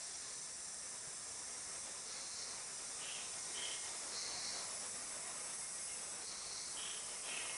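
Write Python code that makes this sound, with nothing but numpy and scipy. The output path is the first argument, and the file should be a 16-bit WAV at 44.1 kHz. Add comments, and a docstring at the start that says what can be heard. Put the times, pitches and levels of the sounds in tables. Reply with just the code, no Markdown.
"""A tropical forest by day, on one microphone. From the start a cicada buzzes low with its abdomen raised, then winds up
to a held high hiss: tymbal clicks, about two hundred a second, pulse the ringing of its body. Under it a second cicada
sings lower, far insects blend into a smooth hiss of noise, leaves stir as puffs of filtered noise and a rumble lies far
off. At 1 s and 3 s a hand softly bumps the microphone, a damped low tone; from 3 s a distant bird gives hoarse rasps,
two sliding strands of narrow noise. The near cicada repeats its buzz, wind-up and hiss until the end."""
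import sys
import numpy as np
from scipy import signal
from scipy.fft import rfft, irfft, next_fast_len
from scipy.io import wavfile
from scipy.ndimage import uniform_filter1d, map_coordinates

SR = 44100
rng = np.random.default_rng(int(sys.argv[2]) if len(sys.argv) > 2 else 0)


def boost_factor(decibels):
    """Convert a level in decibels to a linear amplitude factor."""
    exponent = np.asarray(decibels, float) / 20
    return 10 ** exponent


def persist_wave(psi):
    """Save psi, clipped to +-1, as 16-bit WAV."""
    counts = np.round(np.clip(psi, -1, 1) * 32767).astype(np.int16)
    wavfile.write(sys.argv[1], SR, np.atleast_2d(counts).T)


N = 333820

# Near cicada's phrases: (abdomen lifts [s], held note reached [s], first swell [dB], second swell [dB],
# upper modes relative to lower [dB])
PHRASES = [(-.07, 1.355, -64, -61.5, -4), (2.048, 3.361, -56, -54, 2), (4.114, 5.447, -47.5, -48.5, -0.5),
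           (6.21, 7.32, -54, -52.5, -1)]
# Click rate of the muscle through the buzz: (time after the lift [s], rate [clicks/s])
BUZZ_RATE = [(-.07, 204), (.1, 195), (.29, 214), (.46, 228), (.59, 197)]
# Wind-up from the buzz to the held note: (share of the way [0-1], rate [clicks/s])
WIND_UP = [(.26, 213), (.63, 215.5), (1, 233)]
TOP_RATE = 233  # clicks per s on the held note
DROOP_S = .2  # the held note lets go this long before the next lift
# Abdomen posture: (time after the lift [s], raised [0-1])
LIFT = [(-.1, 0.02), (.12, 0.9), (.36, 0.75), (.6, 0)]
# buzz shape, s after the lift: top of the first swell, dip, top of the second swell, cut, silence
SWELL_S, DIP_S, AGAIN_S, CUT_S, OVER_S = 0.068, 0.2, 0.38, 0.507, 0.61
# start under the first swell, dip under the mean of the swells, cut under the second swell
SWELL_FROM_DB, DIP_DB, SAG_DB = 10, 4.5, 6
# Body modes with the abdomen raised, a lower and an upper group: (frequencies [Hz])
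BUZZ_HZ = [
    [1975, 2190, 3990, 4200, 4385, 4521, 4700],
    [5000, 5290, 5520, 5690, 6050, 6290, 6410, 6550],
]
# Relative levels of those modes, by group: (levels [dB])
BUZZ_DB = [
    [-12, -13, -7, -3, -4, -8, -9],
    [-1, -1, -1, 0.5, 0.5, -0.5, -1.5, -6],
]
# Membrane tone on each held note: (time [s], frequency [Hz])
MEMBRANE = [(1.6, 2133), (3.7, 2136), (5.8, 2140), (7.4, 2143)]
SLACK_SAG_HZ = 340  # drop of the membrane tone per unit of slack (0 at the top rate, 1 at rest)
# Abdomen down: overtones of the membrane with side tones one click rate apart, in five groups, low to high:
# (overtone number, first side tone, last side tone)
SIDE_TONES = [
    [(1, -1, 1)],
    [(2, 5, 9), (3, 0, 0)],
    [(3, 6, 9)],
    [(4, -1, 4)],
    [(4, 5, 11)],
]
# Body resonance that shapes each group: (frequency [Hz], level [dB])
RESONANCES = [
    [(1700, -12), (1900, -1.5), (2140, 0), (2370, -9)],
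    [(5300, -10), (5680, -3), (5900, -4), (6140, 0), (6280, -8), (6420, -2), (6600, -12)],
    [(7500, -14), (7820, -5), (8050, 0), (8290, -9), (8500, -15)],
    [(8100, -10), (8330, -1), (8500, 0), (8800, -2), (9100, -4), (9500, -6)],
    [(9400, -9), (9730, -5), (9960, -5), (10170, 0), (10420, -2.5), (10650, -8), (11000, -10)],
]
# Loss of each group, low to high, with the abdomen fully raised: (loss [dB])
RAISED_LOSS_DB = [2.7, 0.95, 6.6, 2.4, 8.6]
# Gain of each group, low to high, on the held note: (gain [dB])
HELD_GAIN_DB = [6, 0.78, 0.55, 1.3, 0.85]
# The turning microphone hears the groups differently; levels before the loss and gain above:
# (time [s], level of each of five groups low to high [dB], shift of the third resonance [Hz])
FACING = [(0, -68.5, -53.5, -59, -58, -64, 218.5), (1.2, -78, -58, -61, -61.5, -61, 221.5),
          (1.799, -75, -57.5, -60, -58, -62.5, 217.5), (2.7, -73, -56, -61, -57, -60, 147),
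          (3.6, -69, -58, -58.5, -55.5, -61, 100), (4.7, -66, -57, -55.5, -57.5, -52, 2),
          (5.899, -73, -59.5, -54.5, -55, -53.5, -1), (6.9, -67.5, -55, -54.5, -56, -53, 3),
          (7.12, -69, -59.5, -58, -54.5, -54.5, 0.5), (7.57, -59.5, -57.5, -58.5, -56, -53, 0.5)]
# Second, lower cicada, from which the microphone turns away: (time [s], rate [clicks/s], level [dB])
OTHER = [(0, 170, -54.5), (.5, 182, -54.5), (.9, 190, -53.5), (1.25, 120, -54.5), (2, 130, -57),
         (3, 130, -57.5), (4, 170, -64), (5, 120, -67), (7.57, 77, -71)]
# Its body modes: (frequencies [Hz])
OTHER_HZ = [1762, 7400, 7660, 9130, 9330, 9510]
# Relative levels of its modes: (levels [dB])
OTHER_DB = [-12.5, -6, -4.5, -4.5, -10, -3.5]
# Reference level of the far insects, offset for the chorus and for the soft hiss: (time [s], level [dB])
CHORUS = [(0, -52), (.8, -54.5), (2.1, -52.5), (2.8, -52), (3.7, -49.5), (4.7, -50.5), (5.3, -52.5),
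          (6.4, -53), (6.8, -52), (7.57, -51.5)]
# Spectrum of the far insects: (frequency [Hz], relative density [dB per Hz])
FAR = [(2650, -34), (4500, -8), (5270, 1), (5720, -3.5), (6210, -1), (6740, -3.5), (7130, 1), (7650, -5.5),
       (8340, -1.5), (9690, -5), (10500, -5.5), (11000, -8.5), (14300, -38), (22000, -120)]
# Reference level of the breeze in the leaves, offset where used: (time [s], level [dB])
BREEZE = [(0, -63), (1.1, -63), (1.4, -61), (2.38, -62), (2.45, -59), (2.6, -59), (2.9, -61), (3.9, -59),
          (4.2, -57.5), (4.55, -56), (4.8, -57.5), (5.3, -58.5), (6.1, -60.5), (6.7, -60.5), (7.57, -57.5)]
# Spectrum of the leaves: (frequency [Hz], relative density [dB per Hz])
LEAVES = [(120, -14), (200, -7), (313, -4.5), (397, -0.5), (741, 0.5), (894, -1.5), (1010, 1.5), (1110, -1),
          (1220, 0.5), (1570, -4), (1740, -3.5), (2400, -4.5), (3120, -9.5), (5280, -120)]
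# Spectrum of the soft hiss: (frequency [Hz], relative density [dB per Hz])
STILL = [(1060, -19.5), (1800, -12), (2170, -3.5), (2800, -9.5), (3230, -7.5), (3400, -0.5), (3800, 0),
         (4300, -4.5), (4700, -22), (6110, -37), (10300, -120)]
# Distant rumble: (time [s], level [dB])
DISTANT = [(0, -74), (.8, -70), (3.2, -71), (4.4, -69.5), (5.2, -70.5), (7.57, -70.5)]
# Spectrum of the rumble: (frequency [Hz], relative density [dB per Hz])
RUMBLE = [(12, -39.5), (20, -10), (53, -3), (250, -2.5), (320, -39), (550, -120)]
# Soft bumps of the hand: (time [s], initial envelope [dB], frequency [Hz])
BUMPS = [(1.074, -53.5, 145), (3.075, -59.5, 145)]
BUMP_T60_S = 0.096
# Bird's rasps: (start [s], length [s], top of the swell [dB], onset under that top [dB])
RASPS = [(3.023, .19, -51, 0.5), (3.557, 0.19, -48.5, 4), (5.89, 0.062, -61.5, -3), (6.778, 0.19, -51, 1),
         (7.098, .035, -58.5, 6), (7.244, 0.25, -48.5, 7)]
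# a rasp swells in over a share of its length, sags, breaks off to a weak tail and fades
RASP_ATTACK_S, RASP_SWELL, RASP_SAG_DB = .02, .4, 3
RASP_BREAK_S, RASP_TAIL_DB, RASP_FADE_S = .03, 10.5, .11
RASP_FLUTTER_HZ, RASP_FLUTTER_DB = 33.8, 2.5  # central rate, swing either way
# Two sides of the bird's voice box: (time [s], stronger strand [Hz], weaker strand [Hz],
# weaker under stronger [dB], strand width [Hz])
STRANDS = [(3.01, 2980, 3000, 8, 300), (3.08, 2800, 3080, 4, 480), (3.15, 2880, 3250, 3, 560),
           (3.21, 2650, 3150, 2, 560), (3.55, 2920, 3050, 4, 400), (3.59, 3030, 3200, 1, 380),
           (3.78, 3030, 3200, 2, 400), (5.89, 2850, 2900, 9, 300), (5.97, 2680, 2750, 9, 300),
           (6.77, 3030, 3150, 5, 420), (6.85, 3050, 3330, 3, 600), (6.96, 3080, 3450, 5, 620),
           (7.09, 2960, 3000, 9, 350), (7.13, 2920, 3000, 9, 350), (7.24, 2550, 3150, 0, 650),
           (7.32, 2580, 3100, 3, 600), (7.39, 2850, 2550, 2, 600), (7.45, 3000, 2650, 1, 560),
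           (7.51, 2900, 2650, 1, 560)]
# Spectrum of the broad scratch in the voice: (frequency [Hz], relative density [dB per Hz])
SCRATCH = [(150, -120), (350, -2.5), (1500, -2.5), (3500, 0), (4600, -7), (7000, -120)]
SCRATCH_DB = -4.5  # relative to the strands
TOP_HZ = 11020  # middle of the microphone's upper band edge


def unit(x):
    """Normalization of power: x scaled to rms 1."""
    return x / np.sqrt(np.mean(x ** 2) + 1e-20)


def curves(rows):
    """Linear interpolation: one value per sample for each column after the time."""
    s, *columns = np.transpose(rows)
    return [np.interp(np.arange(N) / SR, s, column) for column in columns]


def wobble(rate):
    """Band-limited random process: smooth through rate random knots a second; the rate may change with time."""
    place = np.cumsum(rate * np.ones(N)) / SR
    return map_coordinates(rng.standard_normal(int(place[-1]) + 4), [place])


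def filtered(x, response):
    """Linear filtering: the spectrum of x times a response of frequency."""
    size = next_fast_len(N + 8192)
    return irfft(rfft(x, size) * response(np.fft.rfftfreq(size, 1 / SR)), size)[..., :N]


def coloured(x, spectrum):
    """Spectral shaping: x through (Hz, dB) points read on a log axis, at rms 1."""
    hz, db = np.transpose(spectrum)
    return unit(filtered(x, lambda f: boost_factor(np.interp(np.log(f + 1), np.log(hz), db))))


def patchy(depth_db, size):
    """Nonuniform noise: random gain in time and pitch; a long frame makes its patches narrow and lasting."""
    z = signal.stft(rng.standard_normal(N), nperseg=size)[2]
    field = uniform_filter1d(rng.standard_normal(z.shape), size=3, axis=0)  # across pitch
    field = uniform_filter1d(field, size=5, axis=1)  # across time
    return signal.istft(z * boost_factor(depth_db * unit(field)), nperseg=size)[1][:N]


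def echoes(x, t60, wet):
    """Diffuse reverberation: trunks and leaves send back a share of the energy as a short decaying tail."""
    t = np.arange(SR // 2) / SR
    tail = rng.standard_normal(len(t)) * boost_factor(-60 * t / t60)
    tail /= np.linalg.norm(tail)
    share = np.clip(wet, 0, 1)
    return np.sqrt(1 - share) * x + np.sqrt(share) * signal.fftconvolve(x, tail)[:N]


def narrow(hz, spread_hz, clean):
    """Line broadening: a tone part clean, part smeared into a noise band with a dense core and thin skirts."""
    tone = np.exp(2j * np.pi * np.cumsum(hz * np.ones(N)) / SR)
    core, skirt = (wobble(width) + 1j * wobble(width) for width in (.6 * spread_hz, 1.3 * spread_hz))
    smear = np.sqrt((1 - clean) / 2) * (core + skirt)
    return (tone * (np.sqrt(2 * clean) + smear)).real


def body(hz, db, clean, beat, spread_hz):
    """Modal resonance: every click swells all the modes together, and their pitches waver as one."""
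    waver_hz = 5 * wobble(30)
    ring = 0
    for f, level in zip(hz, db):
        ring = ring + boost_factor(level + 0.2 * wobble(6)) * narrow(f + waver_hz, spread_hz, clean)
    return unit(ring * beat)


def song():
    """Muscular control: click rate, raised posture and held note (0-1), laid out phrase by phrase."""
    rates, lifts, holds = [], [], []
    next_lifts = [row[0] for row in PHRASES[1:]] + [np.inf]
    for (s, held_s, *_), next_s in zip(PHRASES, next_lifts):
        low_s = s + BUZZ_RATE[-1][0]
        end_s = min(next_s - DROOP_S, N / SR)
        rates += [(s + after, rate) for after, rate in BUZZ_RATE]
        rates += [(low_s + share * (held_s - low_s), rate) for share, rate in WIND_UP]
        rates += [(end_s, TOP_RATE)]
        lifts += [(s + after, up) for after, up in LIFT]
        holds += [(held_s - .1, 0), (held_s + 0.138, 1), (end_s - .06, 1), (end_s + 0.04, 0)]
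    return curves(rates)[0], curves(lifts)[0], curves(holds)[0]


def buzz_level(s, first_db, second_db):
    """Amplitude envelope: two swells with a dip between them, cut off as the abdomen drops."""
    after = np.array([0, SWELL_S, DIP_S, AGAIN_S, CUT_S, OVER_S])
    dip_db = (first_db + second_db) / 2 - DIP_DB
    db = [first_db - SWELL_FROM_DB, first_db, dip_db, second_db, second_db - SAG_DB, second_db - 24]
    return np.interp(np.arange(N) / SR, s + after, db, left=-120, right=-120)


def cicada_buzz(rate):
    """Pulsed excitation: with the abdomen raised, each click rings a lower and an upper group of body modes."""
    click = np.cos(2 * np.pi * np.cumsum(rate) / SR)
    lower = body(BUZZ_HZ[0], BUZZ_DB[0], .15, np.exp(.45 * click), spread_hz=270)
    upper = body(BUZZ_HZ[1], BUZZ_DB[1], .03, np.exp(.46 * click), spread_hz=330)
    return sum(boost_factor(buzz_level(s, first_db, second_db)) * (lower + boost_factor(upper_db) * upper)
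               for s, _, first_db, second_db, upper_db in PHRASES)


def side_tones(group, resonance, membrane_hz, rate, shift_hz):
    """Modulation sidebands: pitch and level of a group's tones as they slide through its resonance."""
    hz = [overtone * membrane_hz + k * rate
          for overtone, first, last in group for k in range(first, last + 1)]
    points = np.transpose(resonance)
    return hz, [np.interp(f - shift_hz, *points, left=-30, right=-30) for f in hz]


def cicada_hiss(rate, raised, held):
    """Amplitude modulation: clicks put side tones on the membrane's overtones, cleanest at the top rate."""
    slack = np.clip(1 - rate / TOP_RATE, 0, 1)
    membrane_hz = curves(MEMBRANE)[0] - SLACK_SAG_HZ * slack
    clean = .45 * np.exp(-16 * slack)
    angle = 2 * np.pi * np.cumsum(rate) / SR
    click = np.cos(angle) + .2 * np.cos(2 * angle)
    *facing_db, shift_hz = curves(FACING)
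    # one entry for each of the five groups, low to high
    depths = [.05, .14, .12, .12, .1]  # how deeply each click marks a group
    spreads_hz = [60, 170, 170, 220, 180]
    shifts_hz = [0, 0, shift_hz, 0, 0]
    hiss = 0
    for i, (group, resonance) in enumerate(zip(SIDE_TONES, RESONANCES)):
        level_db = facing_db[i] - RAISED_LOSS_DB[i] * raised + HELD_GAIN_DB[i] * held
        hz, db = side_tones(group, resonance, membrane_hz, rate, shifts_hz[i])
        hiss = hiss + boost_factor(level_db) * body(hz, db, clean, np.exp(depths[i] * click), spreads_hz[i])
    return hiss


def cicada():
    """Source and resonator: one click rate drives both postures of the body."""
    rate, raised, held = song()
    return echoes(cicada_buzz(rate) + cicada_hiss(rate, raised, held), t60=.2, wet=.15)


def other_cicada():
    """Pulsed resonance at a distance: the lines are blurred and the clicks half filled in."""
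    rate, level_db = curves(OTHER)
    beat = np.exp(0.23 * np.cos(2 * np.pi * np.cumsum(rate) / SR))
    return boost_factor(level_db) * body(OTHER_HZ, OTHER_DB, .04, beat, spread_hz=260)


def far_insects():
    """Incoherent summation: the far chorus blends into smooth coloured noise."""
    return boost_factor(curves(CHORUS)[0] + 1.0) * coloured(patchy(depth_db=1.0, size=1024), FAR)


def leaves(puffs):
    """Random excitation: the breeze rustles the leaves in quick puffs of coloured noise."""
    rustle = coloured(boost_factor(1.38 * puffs) * patchy(depth_db=1.76, size=2048), LEAVES)
    return boost_factor(curves(BREEZE)[0] + 3.0) * rustle


def soft_hiss(puffs):
    """Modulated noise: a soft hiss flickers with the puffs, its level following the far chorus."""
    hiss = coloured(boost_factor(1.2 * puffs) * patchy(depth_db=2.0, size=1024), STILL)
    return boost_factor(curves(CHORUS)[0] - 11.0) * hiss


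def distant_rumble():
    """Low-frequency noise: a distant rumble with a slowly shifting texture."""
    return boost_factor(curves(DISTANT)[0]) * coloured(patchy(depth_db=2.0, size=4096), RUMBLE)


def handling():
    """Damped oscillation: each bump is a low, quickly decaying push on the casing."""
    t = np.arange(N) / SR
    bumps = np.zeros(N)
    for s, db, hz in BUMPS:
        decay = boost_factor(db - 60 * np.clip(t - s, 0, 1) / BUMP_T60_S)
        bumps += decay * (t > s) * np.sin(2 * np.pi * hz * (t - s))
    return bumps


def rasp_level():
    """Amplitude envelope: each rasp swells, sags, breaks off to a weak tail and fades."""
    t = np.arange(N) / SR
    level = np.zeros(N)
    for s, length, db, soft_db in RASPS:
        steps = [-RASP_ATTACK_S, RASP_ATTACK_S, RASP_SWELL * length, (1 - RASP_SWELL) * length,
                 RASP_BREAK_S, RASP_FADE_S]
        under = np.array([soft_db + 17, soft_db, 0, RASP_SAG_DB, RASP_TAIL_DB, RASP_TAIL_DB + 4])
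        level += boost_factor(np.interp(t, s + np.cumsum(steps), db - under, left=-120, right=-120))
    return level


def bird():
    """Two-source voice: sliding strands of narrow noise in a weaker scratch, with a fluttering, grainy level."""
    strong_hz, weak_hz, under_db, wide_hz = curves(STRANDS)
    weak_gain = boost_factor(-under_db)
    strands = narrow(strong_hz, wide_hz, clean=0) + weak_gain * narrow(weak_hz, wide_hz, clean=0)
    strands = strands / np.hypot(1, weak_gain)  # power kept as the balance changes
    voice = strands + boost_factor(SCRATCH_DB) * coloured(rng.standard_normal(N), SCRATCH)
    flutter = np.cos(2 * np.pi * np.cumsum(RASP_FLUTTER_HZ * (1 + 0.196 * wobble(8))) / SR)
    grain_db = wobble(90)
    rasps = rasp_level() * boost_factor(RASP_FLUTTER_DB * flutter + grain_db) * voice
    return echoes(rasps, t60=.22, wet=.3)


def scene():
    """Superposition: all sources add at one microphone, which feeds both channels."""
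    puffs = wobble(22)
    background = far_insects() + leaves(puffs) + soft_hiss(puffs) + distant_rumble()
    return np.tile(cicada() + other_cicada() + background + handling() + bird(), (2, 1))


def band_limit(x):
    """A steep low-pass at the top of the band."""
    return signal.sosfilt(signal.butter(12, 11750, fs=SR, output="sos"), x)


def record(dry):
    """Band limitation: the response falls to nothing over 120 Hz about the upper band edge."""
    mix = filtered(dry, lambda hz: np.clip((TOP_HZ - hz) / 120 + .5, 0, 1))
    return band_limit(mix)


dry = scene()
out = record(dry)
persist_wave(out)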